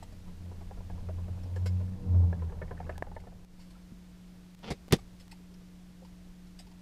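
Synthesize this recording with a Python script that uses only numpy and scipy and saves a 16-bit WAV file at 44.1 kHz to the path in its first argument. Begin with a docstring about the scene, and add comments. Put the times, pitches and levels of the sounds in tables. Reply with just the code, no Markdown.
"""A hand screwdriver creaks small screws into a guitar body in a quiet workshop: each slip of the thread is a
burst of friction noise ringing wood and plastic, with fine grit, finger taps, rustles and one sharp snap. The
tool is then laid down: filtered noise and dense grains drag and knock on the bench. Thin ticks sound now and
then throughout. An engine drones past outside during the first half, as sine orders of its firing pitch over
road noise. Mains hum and filtered room hiss lie underneath."""
import sys
import numpy as np
from scipy import signal
from scipy.fft import rfft, irfft
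from scipy.io import wavfile
from scipy.ndimage import map_coordinates

SR = 44100
rng = np.random.default_rng(int(sys.argv[2]) if len(sys.argv) > 2 else 0)


def int16_out(signal):
    """Quantize to a 16-bit WAV file."""
    q = np.round(np.clip(np.atleast_2d(signal).T, -1, 1) * 32767)
    wavfile.write(sys.argv[1], SR, q.astype(np.int16))


N = 300321
TIME = np.arange(N) / SR  # seconds

# Ring modes of the wooden guitar body. Each row: pitch in Hz, relative level in dB, t60 in seconds.
BODY_MODES = [(396, -17, 0.088), (490, -8, 0.042), (613, -10.5, 0.072), (720, -3.5, 0.023), (904, 1, 0.019),
              (954, -19, 0.052), (1223, -9.5, 0.027)]
# Ring modes of the plastic pickup. Each row: pitch in Hz, relative level in dB, t60 in seconds.
PLASTIC_MODES = [(1554, 5, 0.02), (1729, 11, 0.024), (2130, -2.5, 0.025), (2570, -24.5, 0.12)]


def from_db(db):
    """Gain of a level in dB."""
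    return 10 ** (np.asarray(db) / 20)


def rms_one(x):
    """Scale to rms 1."""
    return x / np.sqrt(np.mean(x ** 2) + 1e-20)


def in_time(rows):
    """Draw the columns of a curve table sample by sample, in straight lines between its times."""
    seconds, *columns = np.transpose(rows)
    return [np.interp(TIME, seconds, column) for column in columns]


def coloured(x, spectrum):
    """Weight x by a spectrum drawn over log frequency, then scale to rms 1."""
    hz, level_db = np.transpose(spectrum)
    log_bins = np.log(np.fft.rfftfreq(N, 1 / SR) + 1)
    gain = from_db(np.interp(log_bins, np.log(hz), level_db))
    return rms_one(irfft(rfft(x) * gain, N))


def drift(rate):
    """Smooth random wander about zero, through rate random knots a second of spread 1."""
    knots = rng.standard_normal(400)
    return map_coordinates(knots, [TIME * rate], order=3)


def grains(per_s, spread_db):
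    """Random clicks of uneven size and either sign."""
    size_db = spread_db * np.minimum(rng.exponential(1, N), 4)
    size = from_db(size_db) * rng.choice([-1, 1], N)
    return size * (rng.random(N) < per_s / SR)


def ring(x, hz, t60):
    """Two-pole resonator: a unit click sets a decaying sine of height about 1 ringing."""
    radius = from_db(-60 / (t60 * SR))
    angle = 2 * np.pi * hz / SR
    return signal.lfilter([0, np.sin(angle)], [1, -2 * radius * np.cos(angle), radius * radius], x)


def add(out, s, sound):
    """Mix a sound in at time s."""
    at = round(s * SR)
    out[at:at + len(sound)] += sound[:N - at]


def slip_noise(length):
    """A burst of rough friction that swells and dies away, with a decay constant of length seconds."""
    t = np.arange(8000) / SR / np.clip(length, .0005, .04)
    return rng.standard_normal(len(t)) * (1 - np.exp(-0.8 * t)) * np.exp(-t)


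def struck(slip, modes, low_hz, high_hz, scuff):
    """One slip drives every mode with its own strength and a pitch that shifts with the grip; peak 1."""
    strengths, shifts = rng.normal(0, 1, (2, len(modes)))
    rings = sum(from_db(db + 2.5 * strength) * ring(slip, hz * (1 + .05 * shift), t60)
                for (hz, db, t60), strength, shift in zip(modes, strengths, shifts))
    band = signal.butter(3, [low_hz, high_hz], "band", fs=SR, output="sos")
    rings = rms_one(signal.sosfilt(band, rings))
    friction = rms_one(signal.sosfilt(band, slip))
    out = rings + scuff * friction  # the scuff itself is heard too
    return out / np.abs(out).max()


def room_tone():
    """Mains harmonics that waver a little, over steady hiss; both levels step from stretch to stretch."""
    # Mains harmonics. Each row: pitch in Hz, rms level in dB before the stretch changes.
    harmonics = [(180, -54.5), (300, -71), (360, -79.5), (480, -85), (660, -85)]
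    # Hiss colour. Each row: frequency in Hz, relative level in dB.
    hiss_colour = [(24, -34), (45, 1.5), (120, -9.5), (180, -12), (300, -18), (480, -22), (1200, -28),
                   (4800, -32), (9000, -38), (13800, -42), (15000, -43.5), (16000, -63)]
    # Steps of the room tone. Each row: start in seconds, hum change in dB, hiss change in dB.
    steps = [(0, .5, 1), (1.9, 0, -.5), (2.98, -2.5, -2), (3.45, 1.5, -.5), (4.55, -1, 0), (5.28, 1.5, -.5)]
    base_hiss_db = -57
    starts, hum_db, hiss_db = np.transpose(steps)
    stretch = np.maximum(np.searchsorted(starts, TIME) - 1, 0)
    hum = sum(from_db(db + 0.61 * drift(14.0)) * np.sin(2 * np.pi * (hz * TIME + rng.random()))
              for hz, db in harmonics)
    hiss = coloured(rng.standard_normal(N), hiss_colour)
    return np.sqrt(2) * from_db(hum_db[stretch]) * hum + from_db(base_hiss_db + hiss_db[stretch]) * hiss


def road():
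    """Lumpy deep rumble and a duller tyre roar, both noise, swell as the vehicle passes."""
    # Road noise through the walls. Each row: time in seconds, deep rumble in dB, tyre roar in dB.
    swell = [(0.0, -48, -62.5), (0.6, -47, -56), (1.0, -43, -53), (1.4, -50, -53.5), (1.93, -46, -51),
             (2.2, -43.5, -43.5), (2.5, -44, -49), (3.2, -47, -56), (3.5, -56, -64), (4.5, -63, -75),
             (5.12, -52, -66), (5.8, -60, -80), (6.81, -54, -75)]
    # Tyre roar colour. Each row: frequency in Hz, relative level in dB.
    roar_colour = [(60, -18), (100, 1.5), (150, -8), (220, -9), (320, -20.5), (480, -17.5), (700, -22),
                   (1000, -25.5), (1300, -37.5), (2500, -55), (4000, -90)]
    deep_db, roar_db = in_time(swell)
    deep_band = signal.butter(2, [14, 40], "band", fs=SR, output="sos")
    deep = rms_one(signal.sosfilt(deep_band, rng.standard_normal(N)))
    roar = coloured(rng.standard_normal(N), roar_colour)
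    return from_db(deep_db) * deep + from_db(roar_db + 2.24 * drift(30.23)) * roar


def engine():
    """Sines at low orders of the firing pitch; only these get through the walls."""
    # The passing engine. Each row: time in seconds, firing pitch in Hz, firing tone in dB rms.
    passing = [(0.0, 90.7, -54), (0.31, 87.4, -53), (0.49, 86.8, -42), (0.74, 86.9, -51), (0.97, 86.7, -41),
               (1.0, 86.9, -47), (1.08, 86.5, -37), (1.25, 88.0, -36), (1.28, 88.4, -48), (1.31, 88.5, -34),
               (1.39, 89.0, -42), (1.62, 90.8, -30), (1.76, 91.0, -28), (1.93, 92.2, -39),
               (2.01, 91.9, -52), (2.1, 88.6, -26), (2.17, 88.3, -20), (2.25, 86.8, -22), (2.38, 84.4, -39),
               (2.42, 83.5, -31), (2.5, 81.3, -37), (2.53, 81.4, -53), (2.56, 81.6, -42), (2.77, 81.3, -46),
               (2.86, 80.3, -41), (2.97, 79.9, -43), (3.08, 86.4, -56), (3.15, 84.0, -47),
               (3.29, 85.1, -60), (3.4, 77.5, -58)]
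    # Upper orders. Each row: multiple of the firing pitch, relative level in dB.
    upper_orders = [(1.251, 3.5), (2.4, -1.5), (3, -8), (3.502, -7), (5.3, -8)]
    # Swell as the vehicle nears. Each row: time in seconds, second order in dB, upper orders in dB.
    swell = [(0, -62, -67), (1.0, -56, -66), (1.6, -50, -64.5), (1.85, -46, -58.5), (2.05, -52, -51.5),
             (2.24, -41, -49), (2.36, -54, -63), (2.75, -52, -70), (3.4, -66, -93)]
    flutter_db, flutter_per_s = 5.0, 20.0  # of the second order
    hz, first_db = in_time(passing)
    second_db, upper_db = in_time(swell)
    phase = 2 * np.pi * np.cumsum(hz) / SR
    first = from_db(first_db) * np.sin(phase)
    second = from_db(second_db + flutter_db * drift(flutter_per_s)) * np.sin(2 * phase)
    upper = from_db(upper_db) * sum(from_db(db + 1.8 * drift(13.0)) * np.sin(multiple * phase)
                                    for multiple, db in upper_orders)
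    fade_out = np.clip((passing[-1][0] - TIME) / 0.11, 0, 1)
    return np.sqrt(2) * (first + second + upper) * fade_out


def bump():
    """A hand bumps the body: a soft push of a few ms moves only a low ring."""
    # The bump: time in seconds, peak in dB, contact in seconds, ring pitch in Hz, t60 in seconds.
    s, peak_db, contact, hz, t60 = (3.92, -35.5, .003, 200, .03)
    out, t = np.zeros(N), np.arange(4000) / SR
    push = np.sin(np.pi * np.minimum(t / contact, 1)) ** 2
    sound = ring(push, hz, t60)
    add(out, s, from_db(peak_db) * sound / np.abs(sound).max())
    return out


def ticks():
    """Single sharp pulses through a one-pole lowpass that dulls their top."""
    # Thin ticks. Each row: time in seconds, peak in dB.
    pulses = [(2.9803, -28.5), (3.0256, -36.5), (3.0673, -50), (3.448, -42.5), (4.549, -40), (4.592, -42),
              (4.882, -38), (4.888, -40), (4.925, -2.5), (4.967, -34), (5.281, -39.5)]
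    out = np.zeros(N)
    for s, peak_db in pulses:
        out[round(s * SR)] = from_db(peak_db)
    return signal.lfilter([1], [1, -.6], out)


def bench():
    """The bench top thumps in its modes and dense grains clatter, held in the drag, dying fast in knocks."""
    # Knocks on the bench. Each row: time in seconds, thump in dB, clatter in dB, t60 in seconds.
    knocks = [(4.703, -26, -32, .074), (4.712, -26.5, -41, .08), (4.881, -38, -53, .026),
              (4.907, -35.5, -48, .16), (4.921, -21, -28, .09), (4.927, -9.5, -20, .06),
              (4.935, -12, -24.5, .04)]
    # Bench top modes. Each row: pitch in Hz, relative level in dB, t60 in seconds.
    top_modes = [(60, -3, .06), (151, -7, 0.06), (226.6, 1.5, 0.12), (412, -2.5, .07), (478, -3, 0.07),
                 (575, -4, 0.08), (787, 4, 0.045)]
    # Colours of thump and clatter. Each row: frequency in Hz, relative level in dB.
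    thump_colour = [(18, -33), (30, -8), (131, -6.5), (260, -2.5), (349, -9), (462, -4), (779, -13.5),
                    (1290, -19), (1500, -34.5), (1950, -55), (3300, -120)]
    clatter_colour = [(530, -15), (900, -3), (1230, -11.5), (1990, -4.5), (3340, -6), (3640, -4),
                      (4680, -2.5), (7490, -12.5), (11100, -17), (12600, -25), (16000, -45)]
    # The drag: start in seconds, end in seconds, thump in dB and clatter in dB as it sets off.
    start, end, drag_thump_db, drag_clatter_db = (4.627, 4.70, -50, -47)
    edge_s, thump_gain_db, clatter_loss_db = .01, 9, 7  # along the drag
    knock_rise_s = .0028

    out = np.zeros(N)
    push = coloured(rng.standard_normal(N), thump_colour)
    rings = rms_one(sum(from_db(db) * ring(push, hz, t60) for hz, db, t60 in top_modes))
    thump = rms_one(0.6 * push + rings)
    clatter = coloured(grains(1800., spread_db=3.5), clatter_colour)

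    t = np.arange(12000) / SR
    held = np.clip(t / edge_s, 0, 1) * np.clip((end - start - t) / edge_s + 1, 0, 1)
    along = np.minimum(t / (end - start), 1)
    uneven = from_db(3.0 * drift(45.0)[:len(t)])
    drag_low_shape = held * from_db(thump_gain_db * along)
    drag_shape = held * uneven * from_db(-clatter_loss_db * along)
    strokes = [(start, drag_thump_db, drag_clatter_db, drag_low_shape, drag_shape)]
    for s, thump_db, clatter_db, t60 in knocks:
        shape = (1 - np.exp(-t / knock_rise_s)) * from_db(-60 * t / t60)
        strokes.append((s, thump_db, clatter_db, shape, shape))

    for s, thump_db, clatter_db, low_shape, shape in strokes:
        at = rng.integers(N - len(t))
        low, rough = thump[at:at + len(t)], clatter[at:at + len(t)]
        # the level holds for the burst itself
        low = low / np.sqrt(np.sum((shape * low) ** 2) / np.sum(shape ** 2))
        # light contacts are duller
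        top_hz = np.clip(5000 * from_db(0.94 * (clatter_db + 44)), 2000, 18000)
        rough = rms_one(signal.sosfilt(signal.butter(2, top_hz, fs=SR, output="sos"), rough))
        # the tool rings as it lies
        tool = rms_one(sum(ring(rough, hz, 0.01) for hz in rng.uniform(1200, 4200, 2)))
        rough = rms_one(rough + 0.5 * tool)
        add(out, s, from_db(thump_db) * low_shape * low + from_db(clatter_db) * shape * rough)
    return out


def touches():
    """Fingers tap parts with short dull rings; skin and steel rustle brightly as friction noise."""
    # Finger taps. Each row: time in seconds, pitch in Hz, peak in dB.
    taps = [(3.59, 905, -58), (3.704, 1030, -62), (3.749, 1340, -57), (3.762, 845, -58), (4.982, 800, -52),
            (4.984, 1200, -54), (5.208, 560, -56), (5.315, 2600, -54), (5.32, 897, -49.5),
            (5.399, 422, -56), (5.51, 400, -58), (5.614, 417, -56), (6.018, 510, -51), (6.02, 800, -56),
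            (6.047, 950, -53), (6.268, 400, -56), (6.588, 4780, -49), (6.597, 740, -54), (6.663, 367, -55),
            (6.666, 860, -58), (6.711, 900, -57)]
    # Steel tip and skin rustling over parts. Each row: time in seconds, peak in dB, decay in seconds.
    rustles = [(0.026, -48.5, .007), (0.12, -57, .006), (1.431, -54, .007), (1.558, -49, .009),
               (1.657, -40, .011), (2.892, -55, .005), (3.15, -57, .004), (3.201, -57, .004),
               (3.59, -55, .028), (3.702, -54, .009), (4.982, -54, .012), (5.195, -50, .012),
               (5.312, -42.5, .007), (5.539, -55, .0054), (6.047, -54.5, .006), (6.466, -60, .008),
               (6.587, -44, .011), (6.666, -56, .006), (6.711, -59, .006)]
    # Ring modes of the steel. Each row: pitch in Hz, relative level in dB, t60 in seconds.
    steel_modes = [(3230, 2, 0.0059), (4610, 2, 0.018), (5380, 10, 0.0052), (6710, -2.5, 0.0048),
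                   (7700, 3, 0.012), (8686, -1, .008), (10530, -16.5, .006), (13000, -5, .005)]
    out = np.zeros(N)
    for s, hz, peak_db in taps:
        # two resonators in a row soften the attack
        tone = ring(ring(slip_noise(0.0043), hz, t60=.00874), hz, t60=.02052)
        add(out, s, from_db(peak_db) * tone / np.abs(tone).max())
    for s, peak_db, length in rustles:
        rustle = struck(slip_noise(length), PLASTIC_MODES[2:] + steel_modes,
                        low_hz=1860, high_hz=11500, scuff=.8)
        add(out, s, from_db(peak_db) * rustle)
    return out


def snap():
    """The bit snaps into the slot: a hard contact of half a millisecond rings the body briefly."""
    # The snap: time in seconds, peak in dB.
    s, peak_db = (3.0242, -18)
    # Its ring. Each row: pitch in Hz, relative level in dB, t60 in seconds.
    modes = [(446.5, -31, 0.016), (698, 7.5, 0.012), (980, 3, 0.0086), (1735, 6.5, 0.012)]
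    out, blow = np.zeros(N), np.zeros(4000)
    blow[:20] = np.hanning(20)
    sound = sum(from_db(db) * ring(blow, hz, t60) for hz, db, t60 in modes)
    add(out, s, from_db(peak_db) * sound / np.abs(sound).max())
    return out


def grit():
    """Single grains crushed in the thread ring briefly at wood and plastic pitches."""
    # Fine grit while the screw turns under load. Each row: time in seconds, grain level in dB.
    level = [(0, -72), (1.5, -62), (2.3, -66), (2.8, -55), (3.2, -59.5), (3.45, -85), (6.81, -85)]
    grains_per_s = 70.  # over all modes together
    modes = BODY_MODES[3:] + PLASTIC_MODES
    rings = sum(ring(grains(grains_per_s / len(modes), spread_db=2.0), hz, t60=0.013) for hz, _, _ in modes)
    return from_db(in_time(level)[0]) * rings


def creaks():
    """Each slip of the thread is a few ms of friction into wood and plastic."""
    # Thread creaks while the screw turns.
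    # Each row: time in seconds, wood peak in dB, main pitch in Hz, plastic peak in dB.
    slips = [(0.024, -39, 930, -61), (0.12, -52, 595, -66), (0.273, -50.5, 403, -71),
             (0.511, -43, 420, -68), (0.607, -45, 388, -74), (0.709, -39, 912, -77), (0.769, -49, 413, -66),
             (0.804, -42, 960, -62), (0.898, -39, 853, -55), (0.975, -48, 510, -69), (1.086, -37, 639, -70),
             (1.182, -45, 571, -70), (1.28, -43, 843, -63), (1.373, -47, 610, -71),
             (1.431, -50.5, 503, -66), (1.558, -37, 546, -45), (1.657, -34.5, 523, -43),
             (1.801, -44.5, 605, -73), (2.042, -51, 493, -74), (2.325, -32.5, 708, -42),
             (2.391, -52, 471, -56), (2.418, -38.5, 485, -56), (2.492, -48, 405, -54),
             (2.518, -41, 492, -60), (2.613, -32, 461, -40), (2.677, -52, 763, -53),
             (2.707, -33, 553, -43.5), (2.768, -62, 382, -49), (2.8, -32.5, 865, -48.5),
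             (2.863, -46, 486, -54), (2.892, -30, 672, -37.5), (2.95, -53, 425, -52),
             (2.977, -41.5, 970, -53), (3.038, -51, 389, -60), (3.067, -41.5, 860, -72),
             (3.113, -42, 808, -68), (3.163, -35, 982, -46.5), (3.235, -48.5, 445, -76),
             (3.268, -44, 648, -63), (3.32, -50, 700, -81)]
    slip_cycles = 2.9  # a slip's decay constant, in cycles of its pitch
    out = np.zeros(N)
    for s, wood_db, hz, plastic_db in slips:
        slip = slip_noise(slip_cycles / hz)
        wood = struck(slip, BODY_MODES + [(hz, 7, .03)], low_hz=390, high_hz=1400, scuff=.6)
        plastic = struck(slip, PLASTIC_MODES, low_hz=1450, high_hz=2350, scuff=.35)
        add(out, s, from_db(wood_db) * wood)
        add(out, s, from_db(plastic_db) * plastic)
    return out


def workshop(x):
    """Near walls and bench return a short, dull tail of decaying noise."""
    t60_s = 0.066  # seconds
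    t = np.arange(round(.25 * SR)) / SR
    tail = rng.standard_normal(len(t)) * from_db(-60 * t / t60_s) * (t > .004)
    tail = signal.lfilter([.4], [1, -.6], tail)
    return signal.fftconvolve(x, tail / np.sqrt(np.sum(tail ** 2)))[:N]


def scene():
    """Everything is heard at one microphone; the background level dips briefly and recovers."""
    # Background dips. Each row: start in seconds, depth in dB, recovery time constant in seconds.
    dips = [(3.452, 8, 0.055), (4.554, 10.5, 0.014), (4.89, 2.5, .02), (5.285, 4.5, 0.01)]
    room_db = -14.5
    dips_db = sum(depth_db * (TIME > s) * np.exp(-np.maximum(TIME - s, 0) / recovery)
                  for s, depth_db, recovery in dips)
    background = from_db(-dips_db) * (engine() + road() + room_tone())
    hands = creaks() + grit() + touches()
    contacts = snap() + bump() + bench() + ticks()
    return (background + hands + from_db(room_db) * workshop(hands) + contacts)[None]


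def record(dry):
    """A steep lowpass cuts the top, 50 dB down from 16.5 kHz."""
    return signal.sosfilt(signal.cheby2(10, 50, 16500, fs=SR, output="sos"), dry)


dry = scene()
out = record(dry)
int16_out(out)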